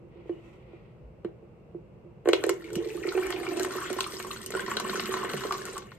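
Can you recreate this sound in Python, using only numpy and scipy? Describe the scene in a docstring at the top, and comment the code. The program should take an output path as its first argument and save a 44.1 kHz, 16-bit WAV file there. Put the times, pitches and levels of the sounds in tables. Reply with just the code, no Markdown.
"""Water is poured from a glass cup into a tall plastic pitcher on a kitchen counter, near a two-port microphone.
The kitchen hums throughout and a hollow tone comes and goes; first a sleeve rustles, with faint whistles,
and the cup knocks the pitcher, ringing its air column and bottom. First splats then hit the dry bottom, and the
stream gurgles, sprays and traps bubbles while the air column rises in pitch and the loaded bottom sinks.
Late droplets tick; a diffuse room echo answers the pitcher, its treble part a smooth noisy tail."""
import sys
import numpy as np
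from scipy import signal
from scipy.fft import rfft, irfft, next_fast_len
from scipy.io import wavfile
from scipy.ndimage import uniform_filter1d

SR = 44100
rng = np.random.default_rng(int(sys.argv[2]) if len(sys.argv) > 2 else 0)


def file_out(sig):
    """Save sig as 16-bit WAV at sys.argv[1]."""
    # one column per channel
    cols = np.atleast_2d(sig).T
    # limit, then scale
    lim = np.clip(cols, -1, 1)
    pcm = np.round(lim * 32767).astype(np.int16)
    wavfile.write(sys.argv[1], SR, pcm)


N = 263708
TIME_S = np.arange(N) / SR
PORT_SIDES = np.array([[.5], [-.5]])  # left, right share of a left-right difference


def amp(db):
    """Decibels to gain."""
    return 10 ** (np.asarray(db) / 20)


def unit(x):
    """Scaled to rms 1."""
    return x / np.sqrt(np.mean(x ** 2) + 1e-20)


def along(points, hz):
    """(Hz, value) points interpolated on a log frequency axis."""
    f, v = np.transpose(points)
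    return np.interp(np.log(hz + 1), np.log(f + 1), v)


def curves(rows, outside=-140):
    """One value per sample for each column after the time."""
    s, *cols = np.transpose(rows)
    return [np.interp(TIME_S, s, c, outside, outside) for c in cols]


def filtered(x, response):
    """x times a complex response of frequency."""
    m = next_fast_len(N + SR // 2)
    return irfft(rfft(x, m) * response(np.fft.rfftfreq(m, 1 / SR)), m)[..., :N]


def band(x, lo_hz, hi_hz):
    """Causal band-pass."""
    return signal.sosfilt(signal.butter(2, [lo_hz, hi_hz], "bandpass", fs=SR, output="sos"), x)


def add(track, s, sound):
    """Mixes a short sound in at time s."""
    part = track[round(s * SR):][:len(sound)]
    part += sound[:len(part)]


def rush(spectrum, alike):
    """Stereo noise of rms 1; mid and side shares set how alike the ports are."""
    def turn(hz):
        return np.arccos(np.clip(along(alike, hz), -1, 1)) / 2

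    pair = rng.standard_normal((2, N))
    mid, side = filtered(pair, lambda hz: amp(along(spectrum, hz)) * [np.cos(turn(hz)), np.sin(turn(hz))])
    return unit(np.array([mid + side, mid - side]))


# Rumble spectrum. Each row: frequency in Hz, relative level in dB.
RUMBLE_SPECTRUM = [(15, -40.5), (55, -1), (91, -6), (123, 2.5), (216, -5), (280, -15), (340, -11.5),
                   (485, -6), (700, -17.5), (1200, -24.5), (1700, -33.5), (2150, -30.5), (2450, -32),
                   (2720, -29), (3050, -40), (3600, -44), (8000, -53.5), (13400, -56.5), (14500, -66)]
# Stereo likeness of room noise and cloth. Each row: frequency in Hz, left-right correlation (0 to 1).
PORT_LIKENESS = [(30, .95), (180, .85), (550, .6), (1000, .1), (6000, .2), (8000, .8), (15000, .8)]
# Mains hum. Each row: frequency in Hz, level in dB rms.
MAINS = [(60, -72.5), (120, -67)]
RUMBLE_DB = -52


def kitchen():
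    """Appliance rumble as shaped noise, mains hum as steady sines."""
    mains = sum(amp(db) * np.sqrt(2) * np.sin(2 * np.pi * hz * TIME_S) for hz, db in MAINS)
    return amp(RUMBLE_DB) * rush(RUMBLE_SPECTRUM, PORT_LIKENESS) + mains


def droplets(count, spread_db, share):
    """Impulses of unequal size on a share of steady noise, rms 1."""
    when, size = rng.random(count), np.clip(rng.standard_normal(count), -2, 2)
    hits = np.bincount((when * N).astype(int), amp(spread_db * size) * rng.choice([-1, 1], count), N)
    return unit(unit(hits) + share * rng.standard_normal(N))


def hum(hz, width_hz):
    """A narrow resonance whose pitch may move, shaken by random impulses; rms 1."""
    phase = 2 * np.pi * np.cumsum(hz) / SR
    shakes = np.array([droplets(count=1200, spread_db=3.0, share=0.33) for _ in range(2)])
    a, b = filtered(shakes, lambda f: 1 / (1 + 1j * f / width_hz) ** 2)
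    return unit(a * np.cos(phase) + b * np.sin(phase))


# Hollow tone of the pitcher. Each row: time in seconds, level in dB.
HOLLOW_LEVEL = [(0.0, -55), (0.17, -59), (0.6, -55.5), (0.77, -63), (2.11, -66), (2.31, -76), (2.43, -42),
                (2.56, -47.5), (2.8, -48), (2.91, -48), (3.21, -40), (3.5, -41), (4.18, -54), (4.41, -77),
                (5.03, -44.5), (5.56, -55.5), (5.71, -59), (5.98, -67)]
HOLLOW_HZ = 344


def hollow():
    """A pitcher resonance of fixed pitch, stirred by hand and water."""
    return amp(curves(HOLLOW_LEVEL)[0]) * hum(np.full(N, HOLLOW_HZ), width_hz=26.6)


# Sleeve strokes. Each row: peak time in seconds, rustle level in dB, hiss level in dB.
SLEEVE_STROKES = [(.15, -65, -100), (.3, -67, -82), (.47, -63.5, -78.5), (.73, -66, -92)]
# Rustle spectrum. Each row: frequency in Hz, relative level in dB.
RUSTLE_SPECTRUM = [(590, -3.5), (1000, -5), (1400, -6.5), (1660, -23.5), (1910, -3), (2640, -6.5),
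                   (2900, -9.5), (5000, -26.5), (6500, -51.5), (11000, -120)]
BRUSH_RISE_S, RUSTLE_FALL_S, HISS_FALL_S = 0.047, 0.26, 0.14  # times to change by 10 dB


def sleeve():
    """Cloth brushes as the arm lifts the cup; noise swells quickly and fades with each stroke."""
    def stroke(s, db, fall_s):
        return amp(db - 10 * np.maximum((s - TIME_S) / BRUSH_RISE_S, (TIME_S - s) / fall_s) ** 2)

    rustle = sum(stroke(s, db, RUSTLE_FALL_S) for s, db, _ in SLEEVE_STROKES)
    hiss = sum(stroke(s, db, HISS_FALL_S) for s, _, db in SLEEVE_STROKES)
    uneven = 0.84 + 0.33 * unit(abs(band(rng.standard_normal(N), 3.4, 17.0)))
    hiss_spectrum = [(4000, -24), (5500, 4.5), (7500, 3.0), (10000, -4), (13000, -5), (15000, -39.5)]  # Hz, dB
    treble = rush(hiss_spectrum, PORT_LIKENESS)
    return uneven * (rustle * rush(RUSTLE_SPECTRUM, PORT_LIKENESS) + hiss * treble)


# Thumps on the pitcher. 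Each row: time in seconds, level in dB before the band-pass, air ring t60 in seconds.
THUMPS = [(0.158, -31, 0.11), (0.187, -33.5, 0.08), (0.259, -25.5, 0.069), (.296, -9, 0.097),
          (.735, -24, 0.059), (1.2492, -9.5, 0.077), (1.428, -28, 0.077), (1.749, -16, 0.079),
          (2.049, -32, 0.22), (2.259, -2, 0.02), (2.276, -2.5, 0.12), (2.29, -2, 0.055), (2.334, -6, 0.11),
          (2.442, -8.5, 0.066), (2.469, -13.5, 0.12), (2.495, -13.5, 0.19), (2.725, -19.5, 0.11),
          (2.759, -14, 0.13), (2.783, -9.5, 0.14), (2.861, -13, 0.077), (2.951, -13, 0.076),
          (3.019, -18.5, 0.058), (3.054, -8.5, 0.046), (3.08, -9, 0.054), (3.151, -7, 0.062),
          (3.165, -15.5, 0.28), (3.178, -11.5, 0.2), (3.254, -13.5, 0.067), (3.302, -36, 0.14),
          (3.339, -18.5, 0.21), (3.388, -19, 0.066), (3.411, -20.5, 0.09), (3.478, -19.5, 0.44),
          (3.515, -18.5, 0.096), (3.566, -17.5, 0.22), (3.601, -13.5, 0.18), (3.645, -22.5, 0.18),
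          (3.756, -21.5, 0.16), (3.906, -19.5, 0.19), (3.967, -21, 0.18), (4.009, -23.5, 0.13),
          (4.138, -26, 0.12), (4.197, -30.5, 0.2), (4.249, -24, 0.091), (4.268, -25.5, 0.068),
          (4.314, -33.5, .15), (4.465, -30.5, 0.16), (4.506, -20.5, 0.061), (4.539, -17, 0.076),
          (4.552, -13, 0.084), (4.595, -25.5, 0.17), (4.682, -29, 0.2), (4.77, -14, 0.04),
          (4.818, -24, 0.077), (4.848, -24, 0.12), (4.874, -28, .1), (4.896, -21, 0.12),
          (4.948, -19.5, 0.087), (4.977, -24, 0.17), (5.092, -25, 0.55), (5.247, -20.5, 0.16),
          (5.342, -14, 0.077), (5.453, -18, 0.099), (5.55, -23, 0.077), (5.588, -37, 0.048),
          (5.619, -30, 0.074), (5.691, -23.5, 0.077), (5.74, -27.5, 0.14)]
# Air column, shortened by rising water. Each row: time in seconds, pitch in Hz.
AIR_COLUMN = [(2.2, 347), (2.98, 349.5), (3.2, 368.3), (4.2, 370.7), (5.98, 380.5)]
# Pitcher bottom, sinking in pitch under the water's weight. 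Each row: time in seconds, pitch in Hz,
# hum level in dB, overtone level in dB, thump ring relative to the air column in dB.
BOTTOM = [(0, 455.4, -84, -85, -14), (2.2, 461, -79, -83, -18.5), (2.298, 454, -52, -67, -1),
          (2.553, 452.3, -77, -76, -0.5), (2.752, 441, -36.5, -62, -15.5), (3.02, 410, -44, -61.5, -18),
          (3.199, 385, -41.5, -55, -16), (3.452, 345, -41, -47.5, -29), (3.65, 304, -38.5, -44.5, -1.5),
          (3.85, 250, -76.5, -88, 11), (4.201, 218.9, -55.5, -64, 3), (4.8, 210.1, -47, -70, 6.5),
          (5.35, 210.7, -45.5, -59, 12.5), (5.98, 207.3, -65, -77, 1)]
# Bottom modes. Each row: pitch ratio, mean level in dB, t60 ratio to the air ring.
BOTTOM_MODES = [(.86, 5.5, 0.52), (0.998, 5.5, 0.2), (1.1, -2.5, 0.087), (1.22, -39, 0.16),
                (1.5, -7.5, 0.084), (1.949, -11.5, 0.12)]


def thumps():
    """Each thump rings the air column and the plastic bottom, every bottom mode at a new strength."""
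    out, t = np.zeros(N), np.arange(SR // 3) / SR
    when, pitch, *_, share_db = np.transpose(BOTTOM)
    for s, db, t60 in THUMPS:
        air_hz, bottom_hz = np.interp(s, *np.transpose(AIR_COLUMN)), np.interp(s, when, pitch)
        plastic = 0
        for ratio, level_db, longer in BOTTOM_MODES:
            decay = amp(level_db + 2 * rng.standard_normal() - 60 * t / (t60 * longer))
            plastic = plastic + decay * np.sin(2 * np.pi * bottom_hz * ratio * t)
        air = amp(-60 * t / t60) * np.sin(2 * np.pi * air_hz * t)
        ring = air + amp(np.interp(s, when, share_db)) * plastic
        add(out, s - .0025, amp(db) * ring * (1 - np.exp(-t / 0.0041)))
    for _ in range(3):  # little radiates below the air column's pitch
        out = band(out, 342, 2200)
    return out


# Whistles in the rustle. Each row: start in seconds, length in seconds, start Hz, end Hz, peak level in dB.
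STREAKS = [(0.162, 0.079, 2920, 2920, -78), (0.311, 0.033, 2930, 2950, -62.5),
           (.345, 0.054, 2820, 2940, -64.5), (.4, 0.12, 2680, 2570, -66), (0.707, .1, 2510, 2350, -68),
           (.72, 0.083, 2730, 2600, -74)]


def streaks():
    """Faint narrow whistles: sines that glide and waver."""
    out = np.zeros(N)
    for s, length_s, hz, end_hz, db in STREAKS:
        u = np.linspace(0, 1, int(length_s * SR))
        waver = 1 + 0.012 * unit(uniform_filter1d(rng.standard_normal(len(u)), size=300))
        phase = 2 * np.pi * np.cumsum((hz + (end_hz - hz) * u) * waver) / SR
        add(out, s, amp(db) * np.sin(np.pi * u) * np.sin(phase))
    return out


# Pitcher wall and upper air modes. Each row: frequency in Hz, width in Hz, level in dB.
WALL_MODES = [(740, 33, -27.5), (1054, 88, 0.5), (1484, 295, -6.5), (1628, 92, -9), (1830, 75, -11.5),
              (2195, 60, -3), (2870, 73, -15), (3140, 80, -3.5), (4062, 163, -3.5)]
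AIR_MODES_BELOW_HZ = 1300  # modes under this belong to the air column


def wall(f, through, rise=1):
    """The pitcher's resonances, of alternating sign, over a flat share; the air modes may be raised."""
    response = through
    for k, (c, w, db) in enumerate(WALL_MODES):
        c = c * rise if c < AIR_MODES_BELOW_HZ else c
        response = response + (-1) ** k * amp(db) * 1j * f * w / (c * c - f * f + 1j * f * w)
    return response


# Splashes and knocks. Each row: time in seconds, then peak levels in dB before the wall filter
# of the 0.5-2.8 kHz, 2.3-5 kHz and 5-12.5 kHz parts.
SPLASHES = [(0.2939, -34.5, -48, -58), (1.2468, -29.5, -54.5, -42), (2.2562, -21, -56, -68),
            (2.2739, -16, -47, -30), (2.2873, -11, -21, -8.5), (2.3322, -6, 0, -11.5),
            (2.4385, -9.5, -17, -9.5), (2.4644, -48, -45, -17), (2.4925, -7.5, -12.5, -6),
            (2.642, -45, -41, -33), (2.703, -47, -39, -34), (2.731, -41, -42, -19),
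            (2.7552, -23.5, -44, -13), (2.8462, -45, -28, -42), (2.904, -44, -45, -51),
            (3.072, -19.5, -31, -21), (3.088, -35, -18.5, -43), (3.1755, -16, -30, -48),
            (3.2674, -23, -29, -13), (3.3049, -18, -42, -10.5), (3.3245, -17.5, -17, -43),
            (3.4653, -17.5, -44, -70), (3.596, -17, -18, -11), (3.632, -38, -22, -6),
            (3.6472, -13, -26, -10), (3.721, -24, -32, -45), (3.7814, -43, -43, -45),
            (3.901, -18.5, -25, -24.5), (3.929, -18.5, -44, -11), (3.9853, -15.5, -28, -33),
            (4.0062, -14, -4.5, -4.5), (4.0414, -24, -13, -35), (4.1405, -41, -21, -27),
            (4.199, -15.5, -21, -53), (4.3125, -42, -15, -31), (4.461, -32, -36, -9.5),
            (4.5055, -24.5, -44, -12), (4.5202, -20, -21.5, -29), (4.5943, -21, -22.5, -37),
            (4.7145, -13.5, -41, -16.5), (4.768, -35, -10.5, -11.5), (4.7984, -17.5, -15, -11),
            (4.8952, -18, -15, -47), (4.996, -11, -8, -49), (5.057, -38, -17.5, -16.5),
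            (5.139, -12, -16.5, -19.5), (5.168, -20, -24, -35), (5.248, -14.5, -38, -53),
            (5.2967, -33, -18.5, -20), (5.3346, -18, -16, -19), (5.436, -25, -21.5, -35),
            (5.523, -13.5, -14.5, -11), (5.653, -23, -34, -15), (5.685, -26, -29, -38),
            (5.7792, -28, -27, -12), (5.82, -32, -35, -55), (5.9175, -27, -30, -56)]
# Hiss after a slap: t60 in seconds of the low, middle and high part.
HISS_T60_S = (0.033, 0.024, 0.035)


def splashes():
    """A slap of water on water or plastic, then a short hiss, in three bands coloured by the wall."""
    out, t = np.zeros(N), np.arange(SR // 8) / SR
    edges_hz = [(500, 2800), (2300, 5000), (5000, 12500)]
    for s, *parts_db in SPLASHES:
        for (lo, hi), db, t60 in zip(edges_hz, parts_db, HISS_T60_S):
            hiss = 0.11 * rng.standard_normal(len(t)) * amp(-60 * t / t60)
            slap = (t == 0) + 0.33 * rng.choice([-1, 1], len(t)) * amp(-60 * t / 0.0013)
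            burst = band(band(slap + hiss, lo, hi), lo, hi)
            add(out, s + .0007, amp(db) * burst / abs(burst).max())
    return filtered(out, lambda f: wall(f, through=0.29))


def bubble(hz, cycles, rise):
    """A trapped air pocket rings and rises in pitch as it nears the surface; negative rise sinks."""
    u = np.arange(int(2.5 * abs(cycles) / hz * SR) + 2) / SR * hz  # cycles elapsed
    tone = np.sin(2 * np.pi * (u + rise * u * u / (2 * cycles)))
    return tone * np.exp(-3 * u / cycles) * (1 - np.exp(-u / 2.6))


# Counter bumps. Each row: start in seconds, level in dB, starting pitch in Hz, life in cycles.
BUMPS = [(1.029, -30, 62.3, 6.4), (1.247, -17, 235, 3.6), (1.738, -34.5, 175, 10), (2.766, -2, 218, 1.96),
         (3.249, -37, 59, 6.6), (4.547, -23, 151, 2.3), (5.332, -26.5, 163, 12.3)]


def bumps():
    """Soft contacts with the counter: a few slow cycles that sink in pitch."""
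    out = np.zeros(N)
    for s, db, hz, cycles in BUMPS:
        add(out, s, amp(db) * bubble(hz, cycles, rise=-0.24))
    return out


AIR_RISE, RISE_S = 1.03, (4.34, 5.1)  # final pitch ratio of the air modes; start and end of the climb


def filling(x, through):
    """x through the pitcher, crossfading to raised air modes as it fills."""
    u = np.interp(TIME_S, RISE_S, [0, 1])
    before = filtered(x, lambda f: wall(f, through))
    after = filtered(x, lambda f: wall(f, through, AIR_RISE))
    return (1 - u) * before + u * after


def fizz(count, lo_hz, span, spread_db):
    """Many small bubbles of random pitch, size and life, rms 1."""
    out = np.zeros(N)
    for when, a, b, pitch, life in rng.random((count, 5)):
        ring = bubble(lo_hz * span ** pitch, 4 + 11 * life, rise=0.069)
        add(out, when * N / SR, amp(spread_db * (a + b)) * ring)
    return unit(out)


def patchy(x, depth_db):
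    """Random gain in small patches of time and frequency, rms 1."""
    z = signal.stft(x, nperseg=256)[2]
    field = uniform_filter1d(uniform_filter1d(rng.standard_normal(z.shape), size=9, axis=0), size=4, axis=1)
    return unit(signal.istft(z * amp(depth_db * unit(field)), nperseg=256)[1][:N])


# Stream strength. Each row: time in seconds, gurgle drive in dB, spray drive in dB.
STREAM = [(2.25, -55, -63), (2.43, -44, -58.5), (2.58, -55, -62), (2.68, -49.5, -63), (2.78, -48, -59),
          (3.02, -52, -55.5), (3.14, -43.5, -53), (3.5, -44.5, -50.5), (3.86, -42.5, -49),
          (4.05, -47.5, -50), (4.27, -47.5, -48.5), (4.5, -49.5, -55), (4.59, -43.5, -49),
          (4.75, -42.5, -51.5), (5.05, -41, -45.5), (5.3, -41.5, -50.5), (5.45, -43, -47.5),
          (5.68, -45, -50.5), (5.8, -52, -63.5), (5.98, -61.5, -71.5)]
# Spray spectrum. Each row: frequency in Hz, relative level in dB.
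SPRAY_SPECTRUM = [(1500, -14), (3000, -6.5), (4300, -2), (5500, -6.5), (8500, 2), (11000, -4), (14000, -5),
                  (16000, -20)]
FULL_DB = -43  # gurgle drive of a full stream
COLUMN_DB, COLUMN_SWING = -44, 1  # drive at full stream; dB of change per dB of gurgle
DEEP_DB, DEEP_SWING = -41.5, 2.06
DEEPENS_DB_PER_S, DEEP_FROM_S = 4.5, 3.97  # deep gurgle grows until the pool is deep enough


def stream():
    """Falling water shakes air column and bottom, fills wall modes with small bubbles and throws spray."""
    bright_db, spray_db = curves(STREAM)
    column_db = COLUMN_DB + COLUMN_SWING * (bright_db - FULL_DB)
    deep_db = DEEP_DB + DEEP_SWING * (bright_db - FULL_DB)
    deep_db += DEEPENS_DB_PER_S * np.minimum(TIME_S - DEEP_FROM_S, 0)

    bottom_hz, bottom_db, overtone_db, _ = curves(BOTTOM)
    column = hum(np.interp(TIME_S, *np.transpose(AIR_COLUMN)), width_hz=29.5)
    column += 0.32 * unit(band(droplets(count=1200, spread_db=8.5, share=0.19), 363, 567))
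    bottom = amp(bottom_db) * hum(bottom_hz, width_hz=29)
    bottom += amp(overtone_db) * hum(2.03 * bottom_hz, width_hz=96)

    swirl = filling(droplets(count=3000, spread_db=4.5, share=0.58), through=0.27)
    deep = fizz(count=1600, lo_hz=913, span=2.002, spread_db=10.0)
    bright = fizz(count=1600, lo_hz=1640, span=2.2, spread_db=4)
    small = filling(amp(deep_db) * deep + amp(bright_db) * bright, through=0.26)
    wash = amp(deep_db - 4.0) * unit(band(swirl, 710, 2300))
    wash += amp(bright_db - 18) * unit(band(swirl, 1900, 3540))

    # the stream breaks up: spray and gurgle leap together
    surge = filtered(droplets(count=350, spread_db=1.0, share=0.099) ** 2, lambda hz: 1 / (1 + 1j * hz / 22))
    leap = unit(np.sqrt(abs(surge)))
    gurgle = (0.43 + 0.26 * leap) * (amp(5) * small + wash)
    mist = patchy(droplets(count=4000, spread_db=30.5, share=1.8), depth_db=5.5) * (0.5 + 0.61 * leap)
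    spray = amp(spray_db) * unit(filtered(mist, lambda hz: amp(along(SPRAY_SPECTRUM, hz))))

    # the finest bubbles burst, drops tick on the surface
    crackle = amp(spray_db - 21.0) * fizz(count=2000, lo_hz=3070, span=1.92, spread_db=9)
    patter = unit(band(droplets(count=1500, spread_db=17, share=0.055), 3000, 7000))
    crackle += amp(spray_db - 7.5) * unit(filtered(patter, lambda f: wall(f, through=0.67)))
    return amp(column_db) * column + bottom + gurgle + spray + crackle


# Large bubbles. Each row: time in seconds, relative level in dB, starting pitch in Hz.
BUBBLES = [(2.622, -34, 1380), (2.643, -31.5, 2210), (2.686, -36, 2230), (2.705, -32, 1460),
           (2.755, -20.5, 2870), (2.857, -36, 2210), (2.892, -32, 1930), (2.903, -26.5, 2540),
           (3.034, -24, 2260), (3.038, -20.5, 1900), (3.043, -23.5, 1370), (3.068, -22.5, 2210),
           (3.082, -27.5, 1320), (3.154, -22.5, 2440), (3.187, -28, 1210), (3.121, -20.5, 1410),
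           (3.175, -22, 755), (3.233, -23, 2270), (3.263, -23, 2180), (3.304, -22, 1810),
           (3.326, -20.5, 3150), (3.363, -22, 2470), (3.433, -25, 2100), (3.451, -27.5, 1240),
           (3.468, -24, 2270), (3.509, -31.5, 1780), (3.597, -29.5, 890), (3.607, -21.5, 1590),
           (3.647, -20.5, 1044), (3.725, -26, 1070), (3.755, -21.5, 1080), (3.814, -24.5, 1550),
           (3.86, -24, 1460), (3.898, -34, 1570), (3.988, -15.5, 1043), (4.064, -19.5, 1187),
           (4.165, -35, 1055), (4.197, -29, 1026), (4.248, -25.5, 1090), (4.268, -29.5, 1034),
           (4.307, -20.5, 1150), (4.339, -42, 1110), (4.362, -26, 1420), (4.4095, -35.5, 1020),
           (4.4656, -26.5, 2850), (4.5048, -27.5, 2060), (4.54, -20, 1430), (4.551, -14, 1403),
           (4.574, -22.5, 1053), (4.595, -16, 1550), (4.664, -22.5, 1890), (4.681, -19.5, 1026),
           (4.718, -17.5, 1102), (4.745, -27, 1174), (4.77, -13, 1475), (4.798, -20, 1095),
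           (4.849, -20, 1080), (4.895, -21, 1407), (4.932, -19.5, 1070), (4.957, -15, 1400),
           (4.999, -27, 1060), (5.139, -18, 1110), (5.167, -19.5, 1026), (5.215, -20, 1155),
           (5.232, -16, 1060), (5.297, -22.5, 1260), (5.369, -21.5, 1760), (5.436, -22, 1032),
           (5.509, -11, 1151), (5.54, -18.5, 1090), (5.55, -20, 1107), (5.616, -24, 1690),
           (5.661, -23.5, 1403), (5.757, -24.5, 1160), (5.767, -19.5, 1103), (5.776, -35, 1104)]
# Bubbles whose pitch rises strongly. Each row: start in seconds, level in dB, starting pitch in Hz,
# life in cycles, share of pitch rise over that life.
RISING_BUBBLES = [(2.974, -37, 1120, 22, 0.2), (3.225, -24, 1230, 13, 0.65),
                  (3.783, -15.5, 1075, 8.2, 0.45)]
BUBBLE_CYCLES = 12.85  # mean life
BUBBLE_RAGGED = 0.33  # rms share of uneven loudness


def bubbles():
    """Large air pockets, one by one: a small noise splat with an uneven ring; a few rise strongly."""
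    def ragged(ring):
        return ring * (1 + BUBBLE_RAGGED * unit(uniform_filter1d(rng.standard_normal(len(ring)), size=50)))

    out = np.zeros(N)
    for (s, db, hz), longer in zip(BUBBLES, rng.uniform(.7, 1.3, len(BUBBLES))):
        ring = bubble(hz, BUBBLE_CYCLES * longer, rise=0.026)
        fade = amp(-60 * np.arange(len(ring)) / SR / 0.0071)
        splat = band(rng.standard_normal(len(ring)), .8 * hz, 5500) * fade
        add(out, s - .0006, amp(db - 1) * (ragged(ring) + 0.22 * splat))
    for s, db, *shape in RISING_BUBBLES:
        add(out, s, amp(db) * ragged(bubble(*shape)))
    return out


# Droplets on water or wall. Each row: time in seconds, relative body level in dB, pitch in Hz,
# relative click level in dB.
TICKS = [(3.0285, -30, 2610, -58), (3.152, -39, 2600, -67), (3.4785, -28, 2800, -55),
         (3.534, -28.5, 2633, -37), (3.5723, -28, 2580, -33), (3.7554, -46.5, 2670, -41),
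         (3.8124, -47, 2630, -54), (4.1689, -21, 5046, -42), (4.2494, -35, 5660, -50),
         (4.372, -25.5, 4200, -41), (4.416, -36, 3240, -35), (4.5397, -38, 4380, -40.5),
         (4.5504, -31, 2870, -34.5), (4.571, -28, 3000, -34.5), (4.6209, -31, 2860, -50.5),
         (4.6633, -32, 3205, -56), (4.6803, -28, 4400, -57), (4.7387, -31, 2850, -35),
         (4.8174, -42, 2926, -46), (4.8464, -28, 2870, -34), (4.8768, -29, 2892, -53),
         (4.9436, -28.5, 3148, -53), (4.9732, -33, 3080, -35.5), (5.221, -27, 2850, -72),
         (5.3004, -28, 2870, -49), (5.3732, -31, 2920, -32), (5.685, -31, 2670, -57),
         (5.766, -42, 2648, -42)]
TICK_DB, TICK_TREBLE_DB = -7.5, 0.5  # gains on the table's body and click levels
TICK_CYCLES, TICK_TREBLE_HZ = 25, 8100  # body life; mean click pitch


def ticks():
    """Each droplet: a decaying ring at its pitch and a sharper click above."""
    out, t = np.zeros(N), np.arange(SR // 50) / SR
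    for (s, db, hz, treble_db), spread in zip(TICKS, rng.uniform(.9, 1.1, len(TICKS))):
        body = np.sin(2 * np.pi * hz * t) * np.exp(-3 * t * hz / TICK_CYCLES)
        click = np.sin(2 * np.pi * TICK_TREBLE_HZ * spread * t) * amp(-60 * t / 0.015)
        add(out, s - .0005, amp(db + TICK_DB) * body + amp(treble_db + TICK_TREBLE_DB) * click)
    return out


# Room decay. Each row: frequency in Hz, t60 in seconds.
ECHO_T60 = [(200, 0.23), (1500, 0.33), (5000, 0.13), (14000, 0.27)]
# Echo gain. Each row: frequency in Hz, gain in dB.
ECHO_GAIN = [(200, -14), (700, -1), (1200, -7.5), (2200, -2.5), (3300, 0), (4300, -2), (5200, 2),
             (6500, 1.5), (8500, -11), (15000, -23)]
NOISE_TAIL_HZ = 3600  # above this the echo is a diffuse noise tail


def echo(x):
    """Diffuse answer of the room, unlike at each port; each frequency dies at its own speed."""
    hz, t, z = signal.stft(rng.standard_normal((2, SR // 2)), SR, nperseg=256)
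    t60 = along(ECHO_T60, hz)
    tail = signal.istft(z * amp(-60 * t / t60[:, None]), SR, nperseg=256)[1]
    delayed = np.pad(x, (150, 0))[None]  # samples
    convolved = signal.fftconvolve(delayed, tail / np.linalg.norm(tail[0]), axes=1)[:, :N]

    # fresh noise follows the decaying energy of each frequency
    z = signal.stft(x, SR, nperseg=256)[2]
    keep = amp(-120 * t[1] / t60)  # energy left after one frame
    energy = np.array([signal.lfilter([0, 1 - k], [1, -k], row) for k, row in zip(keep, abs(z) ** 2)])
    noise = signal.stft(rng.standard_normal((2, N)), nperseg=256)[2]
    carrier = unit(abs(noise)) * np.exp(1j * np.angle(noise))
    noisy = signal.istft(carrier * np.sqrt(energy), nperseg=256)[1][:, :N]

    low = filtered(convolved, lambda f: amp(along(ECHO_GAIN, f)) / np.sqrt(1 + (f / NOISE_TAIL_HZ) ** 8))
    high = filtered(noisy, lambda f: amp(along(ECHO_GAIN, f)) / np.sqrt(1 + (NOISE_TAIL_HZ / (f + 1)) ** 8))
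    return low + high


# Stereo balance of the direct pitcher sound. Each row: frequency in Hz, left minus right in dB.
PORT_LEAN = [(60, -27.5), (130, -5.5), (290, -3.5), (640, -6), (1410, 1.5), (3100, 7), (6820, 2),
             (15000, -1.5)]
SLAP_ECHO_DB = -4.5  # slaps stir the room less than the stream


def scene():
    """The pitcher, its echo, the contacts around it and the kitchen."""
    slaps = splashes() + ticks()
    body = thumps() + bubbles() + stream() + hollow()
    near = filtered(body + slaps, lambda hz: amp(PORT_SIDES * along(PORT_LEAN, hz)))
    room = echo(body + amp(SLAP_ECHO_DB) * slaps)
    return near + room + bumps() + sleeve() + streaks() + kitchen()


# Path difference of the ports. Each row: frequency in Hz, left port's phase lead in radians.
PORT_LEAD = [(0, 0), (430, -.25), (860, .4), (1400, .4), (1750, -.8), (2200, -1), (3150, 0), (3500, 2.8),
             (4000, 3.3), (4300, 5), (5000, 3.7), (5800, 3.3), (8270, 6.5), (9820, 9), (12100, 11),
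             (14600, 14.6), (15500, 15.7)]
TOP_HZ = 16400  # band limit


def record(dry):
    """Sound reaches the two ports by unequal paths; nothing is kept above the band limit."""
    def response(hz):
        lead_rad = np.interp(hz, *np.transpose(PORT_LEAD))
        return np.exp(1j * PORT_SIDES * lead_rad) * (hz < TOP_HZ)

    return filtered(dry, response)


dry = scene()
out = record(dry)
file_out(out)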